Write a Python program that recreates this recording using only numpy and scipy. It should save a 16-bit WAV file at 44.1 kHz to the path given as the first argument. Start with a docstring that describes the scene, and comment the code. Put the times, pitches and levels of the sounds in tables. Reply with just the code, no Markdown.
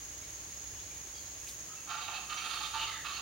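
"""Insects shrill from the first moment over a low rumble and garden air, with other birds chirping here and there.
Then, some way off to the right of the microphones, chachalacas break into a harsh, rasping chorus.
Each syllable is a run of uneven pulses ringing in throat resonances, blurred by echoes from trees and walls.
Something rustles once before the chorus; the insects, air, rumble and a thin whine are filtered noise and a sine."""
import sys
import numpy as np
from scipy import signal
from scipy.io import wavfile
from scipy.ndimage import uniform_filter1d

SR = 44100
rng = np.random.default_rng(int(sys.argv[2]) if len(sys.argv) > 2 else 0)


def materialize(psi):
    """Save the field psi as 16-bit PCM at rate SR to the path in sys.argv[1].

    A 1-D psi becomes a single channel; in a 2-D psi each row is a channel.
    """
    bounded = np.clip(np.atleast_2d(psi).T, -1, 1)
    quanta = np.round(bounded * 32767).astype(np.int16)
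    wavfile.write(sys.argv[1], SR, quanta)


N = 141561
T = np.arange(N) / SR  # time [s]

# Chorus syllables, levels before the distance gain CHORUS_DB:
# (start [s], length before release [s], pulse rate [Hz], roughness [0-1], ringing tone [Hz], tone level [dB],
#  then four throat levels [dB], one at each of REGISTERS_HZ)
SYLLABLES = [ (1.862, 0.029, 200, 0.48, 1150, -58, -51, -50, -56, -66),
             (1.886, 0.068, 225.3, 0.4, 1362, -43.5, -45.5, -39.5, -45.5, -49.5),
             (1.962, 0.06, 179.5, 0.34, 1177, -48, -50, -51, -46.5, -55),
             (2.007, 0.056, 200, 0.61, 3950, -53, -62, -54, -48, -53),
             (2.068, 0.06, 174.7, 0.55, 760, -56, -45, -46, -43, -56),
             (2.125, 0.054, 175.7, 0.42, 2610, -46, -48.5, -43, -47.5, -48.5),
             (2.286, 0.055, 199.6, 0.51, 1226, -43, -51.5, -43, -40.5, -49),
             (2.363, 0.044, 201.3, 0.69, 2334, -49, -52.5, -47.5, -42, -47),
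             (2.412, 0.062, 207, 0.51, 1350, -45.5, -50, -45.5, -41.5, -48),
             (2.477, .11, 205.5, 0.61, 1260, -48, -52, -45, -42.5, -46),
             (2.599, 0.021, 281, 0.39, 840, -44.5, -51, -39, -44.5, -46),
             (2.62, 0.043, 292, 0.3, 3570, -43, -74, -43, -44.5, -44.5),
             (2.729, 0.054, 297.4, .18, 885, -40.5, -54, -37.5, -42.5, -45.5),
             (2.782, 0.041, 297.7, .22, 1212, -49, -49, -44.5, -40.5, -45.5),
             (2.812, .026, 298.5, .3, 875, -46, -52, -43, -47, -43.5),
             (2.858, .045, 257.5, .45, 1304, -47, -75, -48, -50, -48.5),
             (2.9, 0.065, 257, .45, 3560, -53.5, -64, -58, -62, -55.5),
             (3.04, 0.03, 234.4, 0.34, 2620, -43, -50.5, -38, -41.5, -46),
             (3.078, 0.036, 233.7, 0.31, 1144, -43.5, -58, -48, -46, -48.5),
             (3.12, 0.052, 201.4, 0.3, 4340, -49, -60, -52, -49, -55),
             (3.158, 0.049, 199.6, 0.51, 2730, -44, -52.5, -45.5, -54, -50.5)]
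# Pitches at which the four throat levels of a syllable apply: (frequency [Hz])
REGISTERS_HZ = [850, 1250, 2700, 4000]
# Throat resonances of the calls: (centre [Hz], width [Hz], level relative to the syllable [dB])
THROAT = [(746, 75, -7.5), (856, 76, -4.5), (1100, 56, -8.5), (1203, 69, -4), (1349, 80, -6.5),
          (1612, 134, -12), (1825, 130, -11.5), (2305, 160, -9.5), (2606, 78, -6), (2803, 160, -6),
          (3149, 92, -4), (3597, 100, -4), (3936, 290, -2.5), (4340, 55, -4), (4827, 155, -6.5),
          (5640, 520, -12)]
ATTACK_S, RELEASE_S = 0.016, 0.012
THROAT_SHIFT = 0.011  # spread of each resonance between syllables, as a share of its pitch
TONE_WAVER, TONE_FLUTTER_DB = 0.069, 3  # waver is a share of pitch at full roughness
HISS_HZ, HISS_DB = 12000, -14.5  # breathy top, relative to the highest register
CHORUS_DB, CHORUS_PAN_DB = -3, 4
ECHO_DB, ECHO_PAN_DB = -0.5, 3


def chachalacas():
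    """Each syllable swells, holds and dies away, with its own balance of resonances and one ringing tone."""
    size, lead_in_s = SR // 3, 0.05
    chorus = np.zeros(N + SR)
    t = np.arange(size) / SR - lead_in_s
    for start_s, length, pulse_hz, rough, tone_hz, tone_db, *levels in SYLLABLES:
        source = syrinx(pulse_hz, np.clip(rough, 0, 1), size)
        attack = np.clip(t / ATTACK_S, 0, 1)
        envelope = attack * np.exp(-np.maximum(t - length, 0) / RELEASE_S)

        hiss = rms_one(resonate(source, HISS_HZ, HISS_HZ))
        voice = from_db(HISS_DB + levels[-1]) * hiss
        tone = wavering_tone(tone_hz, TONE_WAVER * rough, TONE_FLUTTER_DB)[:size]
        voice = voice + from_db(tone_db) * tone
        for hz, width, db in THROAT:
            ring = resonate(source, hz * (1 + THROAT_SHIFT * rng.standard_normal()), width)
            # unit power over the audible part of the syllable
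            ring /= np.sqrt(np.average(ring ** 2, weights=envelope ** 2))
            register_db = np.interp(np.log(hz), np.log(REGISTERS_HZ), levels)
            voice = voice + ring * from_db(db + register_db)

        first = int((start_s + t[0]) * SR)
        chorus[first:first + size] += voice * envelope
    direct = from_db(CHORUS_DB) * chorus[:N]
    echoes = from_db(ECHO_DB) * pan(ECHO_PAN_DB) * garden(direct)
    return direct * pan(CHORUS_PAN_DB) + echoes


# At full roughness: spread of log pulse gaps, spread of pulse strength, share of rasp
JITTER, SHIMMER_DB, RASP = 0.22, 5, 0.85
RASP_S = 0.0023  # decay time of the air after each pulse
RATTLE_HZ, RATTLE_DB = 129.5, 3.5  # random turns per second, spread at full roughness


def syrinx(pulse_hz, rough, size):
    """Uneven pulses, each followed by a short rasp of air, swelling and dropping in uneven bursts when rough."""
    gaps, strengths = rng.standard_normal((2, 200))
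    gap_s = np.exp(JITTER * rough * gaps) / pulse_hz
    at = (np.cumsum(gap_s) * SR).astype(int)
    inside = at < size
    pulses = np.zeros(size)
    pulses[at[inside]] = from_db(SHIMMER_DB * rough * strengths[inside])

    puffs = signal.lfilter([1], [1, -np.exp(-1 / (RASP_S * SR))], pulses)
    air = puffs * rng.standard_normal(size)
    rattle = from_db(RATTLE_DB * rough * drift(RATTLE_HZ)[:size])
    return (rms_one(pulses) + RASP * rough * rms_one(air)) * rattle


GARDEN_T60_S, ECHO_DELAY_S = 0.61, 0.012
ECHO_SPREAD = 0.59  # strength of the left-right difference against the shared part


def garden(x):
    """Scattered echoes from trees and walls, dying away exponentially and partly shared by both sides."""
    t = T[:SR]
    reflections = rng.standard_normal((2, SR))
    reflections = reflections * (rng.random((2, SR)) < 0.05)  # sparse
    mid, side = reflections * (t > ECHO_DELAY_S) * from_db(-60 * t / GARDEN_T60_S)
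    echoes = mid + ECHO_SPREAD * side * [[1], [-1]]
    echoes /= np.sqrt(np.sum(echoes ** 2, axis=1, keepdims=True))
    return signal.fftconvolve(x[None], echoes, axes=1)[:, :N]


# Other birds about the garden:
# (start [s], length [s], start pitch [Hz], end pitch [Hz], hoarseness [share of pitch], level before the swell [dB])
CHIRPS = [(0.217, 0.033, 2330, 2210, 0.037, -56), (.228, 0.033, 3600, 4250, .035, -56.5),
          (.74, 0.043, 1700, 1844, 0.084, -62), (0.769, .08, 2900, 4350, .015, -58),
          (0.908, 0.019, 2300, 2360, .04, -52), (1.138, .062, 4720, 4660, .028, -52),
          (1.134, 0.067, 3310, 3250, 0.026, -55.5), (1.22, .016, 4500, 3950, .02, -53.5),
          (1.263, .016, 4050, 4120, .02, -58), (1.675, 0.097, 1260, 1310, .04, -55.5),
          (1.763, 0.046, 2694, 2670, 0.0167, -52.5), (2.366, 0.019, 6070, 5740, 0.016, -41.5),
          (2.772, .088, 2900, 3010, .05, -38), (2.855, .085, 2120, 1980, .06, -48),
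          (2.92, .105, 2000, 1975, .028, -48.5), (2.904, 0.14, 1780, 1770, 0.071, -48.5)]
TRILL_HZ, TRILL_UNEVEN = 51.8, 0.147
TRILL_PER_HOARSENESS = 12  # hoarser notes trill more deeply
CHIRP_FLUTTER_DB, CHIRP_ECHO_DB = 2.5, -3


def other_birds():
    """Whistles and hoarse, trilled squeals that glide from one pitch to another, with garden echoes."""
    notes = 0
    for start_s, length, start_hz, end_hz, hoarse, db in CHIRPS:
        u = np.clip((T - start_s) / length, 0, 1)  # progress through the note
        trill_hz = TRILL_HZ * (1 + TRILL_UNEVEN * drift(TRILL_HZ))
        beat = np.cos(2 * np.pi * np.cumsum(trill_hz) / SR)
        trill = 1 + np.clip(TRILL_PER_HOARSENESS * hoarse, 0, 1) * beat
        glide_hz = start_hz + (end_hz - start_hz) * u
        note = rms_one(wavering_tone(glide_hz, hoarse, CHIRP_FLUTTER_DB) * trill)
        swell = np.sqrt(2 * u * (1 - u))
        notes = notes + note * swell * from_db(db)
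    return notes + from_db(CHIRP_ECHO_DB) * garden(notes)


# Brushes of the rustle:
# (peak time [s], rise [s], decay [s], centre [Hz], width [Hz], level at the peak [dB])
BRUSHES = [(1.474, 0.0034, .011, 2530, 900, -49), (1.490, 0.0018, 0.0053, 4570, 1700, -43),
           (1.492, 0.0028, .008, 11500, 3800, -48.5), (1.496, 0.038, 0.03, 7140, 8600, -49),
           (1.535, .03, .035, 13600, 3200, -60)]
RUSTLE_ECHO_DB = -11


def rustle():
    """A quick run of noise brushes, dull first and bright last, with a snap, as of feathers or a leaf."""
    brushes = sum(swish(*brush) for brush in BRUSHES)
    return brushes + from_db(RUSTLE_ECHO_DB) * garden(brushes)


# A faint high hiss that comes and goes:
# (peak time [s], rise [s], decay [s], centre [Hz], width [Hz], level at the peak [dB])
HIGH_HISS = (2.5, 0.26, 0.6, 9300, 1700, -59)


def high_hiss():
    """One slow swell of high noise, alike on both sides."""
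    return swish(*HIGH_HISS)


# Far insect chorus: (centre [Hz], width [Hz], level relative to INSECT_DB [dB])
INSECTS = [(6454, 91, -4.5), (6626, 84, -2.5), (6640, 90, -12.5), (6770, 40, -9), (6558, 720, 1),
           (5363, 230, -15.5)]
INSECT_DB, INSECT_PAN_DB, INSECT_THROB_DB = -50.5, 1.6, 1


def insects():
    """Many far insects merge into a few throbbing, shrill bands of noise."""
    chorus = 0
    for hz, width, db in INSECTS:
        band = rms_one(resonate(rng.standard_normal((2, N)), hz, width))
        chorus = chorus + from_db(db + INSECT_THROB_DB * drift(140)) * band
    return from_db(INSECT_DB) * pan(INSECT_PAN_DB) * chorus


# Spectrum of the garden air: (frequency [Hz], relative level per Hz [dB])
AIR = [(100, 0.5), (150, -4), (220, -7.5), (320, -6), (500, -5.5), (1000, -8), (1600, -8.5), (2400, -6),
       (3500, -10), (5500, -7.5), (8000, -13.5), (12000, -16), (15500, -19.5)]
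# How alike the air is at the left and right microphones: (frequency [Hz], likeness [-1 to 1])
LIKENESS = [(120, 1), (240, 0.91), (480, 0.44), (950, 0.17), (3000, 0.26), (7500, 0.082), (11000, 0.24),
            (15000, 0.89)]
AIR_DB, AIR_FLICKER_DB = -51.5, 0.4


def garden_air():
    """Stereo noise in roughly half-octave bands, each with its own flicker and left-right likeness."""
    edges = 85 * 2 ** (np.arange(17) / 2.1)
    air = 0
    white = rng.standard_normal((2, 2, N))
    for k, (low, high) in enumerate(zip(edges, edges[1:])):
        hz = (low + high) / 2
        mid, side = resonate(white[k % 2], hz, high - low)
        alike = np.clip(at_hz(LIKENESS, hz), -1, 1)
        band = np.sqrt(1 + alike) * mid + np.sqrt(1 - alike) * side * [[1], [-1]]
        air = air + from_db(at_hz(AIR, hz) + AIR_FLICKER_DB * drift(25.1)) * band
    return from_db(AIR_DB) * rms_one(air)


# Course of the rumble: (time [s], level [dB])
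RUMBLE_LEVEL = [(0, -58.5), (.55, -59.5), (.75, -55.5), (1.0, -60), (1.63, -60), (1.68, -66), (2.0, -64.5),
                (2.25, -60.5), (2.45, -64), (2.86, -56.5), (2.95, -62), (3.21, -59)]
# Bands of the rumble: (centre [Hz], width [Hz], relative level [dB])
RUMBLE = [(59.2, 13, 0.5), (93.4, 27, -7), (32, 48, -16)]
# Steady far drone: (centre [Hz], width [Hz], level [dB])
DRONE = [(151, 37, -73.5), (312.5, 62, -70)]


def rumble():
    """Low bands of noise that follow a level course, over a faint drone, alike on both sides."""
    low = 0
    for hz, width, db in RUMBLE:
        noise = rng.standard_normal(N + SR)
        low = low + from_db(db) * rms_one(resonate(noise, hz, width)[SR:])  # skip the filter's build-up
    low = low / np.sqrt(uniform_filter1d(low ** 2, size=3000) + 1e-9)  # even out before the level course
    drone = sum(from_db(db) * rms_one(resonate(rng.standard_normal(N), hz, width)) for hz, width, db in DRONE)
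    return low * from_db(np.interp(T, *np.transpose(RUMBLE_LEVEL))) + drone


def electrical_whine():
    """A thin, steady sine near the top of hearing."""
    whine_hz, whine_db = 15735, -66.5
    return from_db(whine_db) * np.sin(2 * np.pi * whine_hz * T) * np.sqrt(2)


def wavering_tone(hz, waver, flutter_db):
    """A tone whose pitch and strength shake quickly; unit power."""
    shaken_hz = hz * (1 + waver * drift(800))
    tone = np.sin(2 * np.pi * np.cumsum(shaken_hz) / SR)
    return rms_one(tone * from_db(flutter_db * drift(220)))


def swish(peak_s, rise_s, decay_s, hz, width_hz, db):
    """A band of noise that swells to a peak and dies away."""
    envelope = np.exp(-np.maximum(peak_s - T, 0) / rise_s - np.maximum(T - peak_s, 0) / decay_s)
    return from_db(db) * envelope * rms_one(resonate(rng.standard_normal(N), hz, width_hz))


def resonate(x, hz, width_hz):
    """A resonance with steep skirts."""
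    band = [max(hz - width_hz / 2, 10), hz + width_hz / 2]
    return signal.sosfilt(signal.butter(2, band, "band", fs=SR, output="sos"), x + 1e-18)


def drift(rate):
    """Random wander of spread 1, with straight lines between `rate` random points a second."""
    return rms_one(np.interp(T * rate, np.arange(4000), rng.standard_normal(4000)))


def from_db(db):
    """Decibels to gain."""
    return 10 ** (np.asarray(db) / 20)


def rms_one(x):
    """Scale to unit power."""
    return x / np.sqrt(np.mean(x ** 2) + 1e-20)


def at_hz(points, hz):
    """Read a table on a log-frequency axis."""
    f, v = np.transpose(points)
    return np.interp(np.log(hz), np.log(f), v)


def pan(db):
    """Left and right gains; positive leans right."""
    return from_db(db * np.array([[-1], [1]]))


def scene():
    """Birds and a rustle over the garden background, from the chorus back to the whine."""
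    events = chachalacas() + other_birds() + rustle() + high_hiss()
    background = insects() + garden_air() + rumble() + electrical_whine()
    return events + background


def record(dry):
    """What the microphones pick up is cut steeply at the top."""
    cutoff_hz = 15950
    return signal.sosfilt(signal.ellip(12, 0.1, 70, cutoff_hz, fs=SR, output="sos"), dry)


dry = scene()
out = record(dry)
materialize(out)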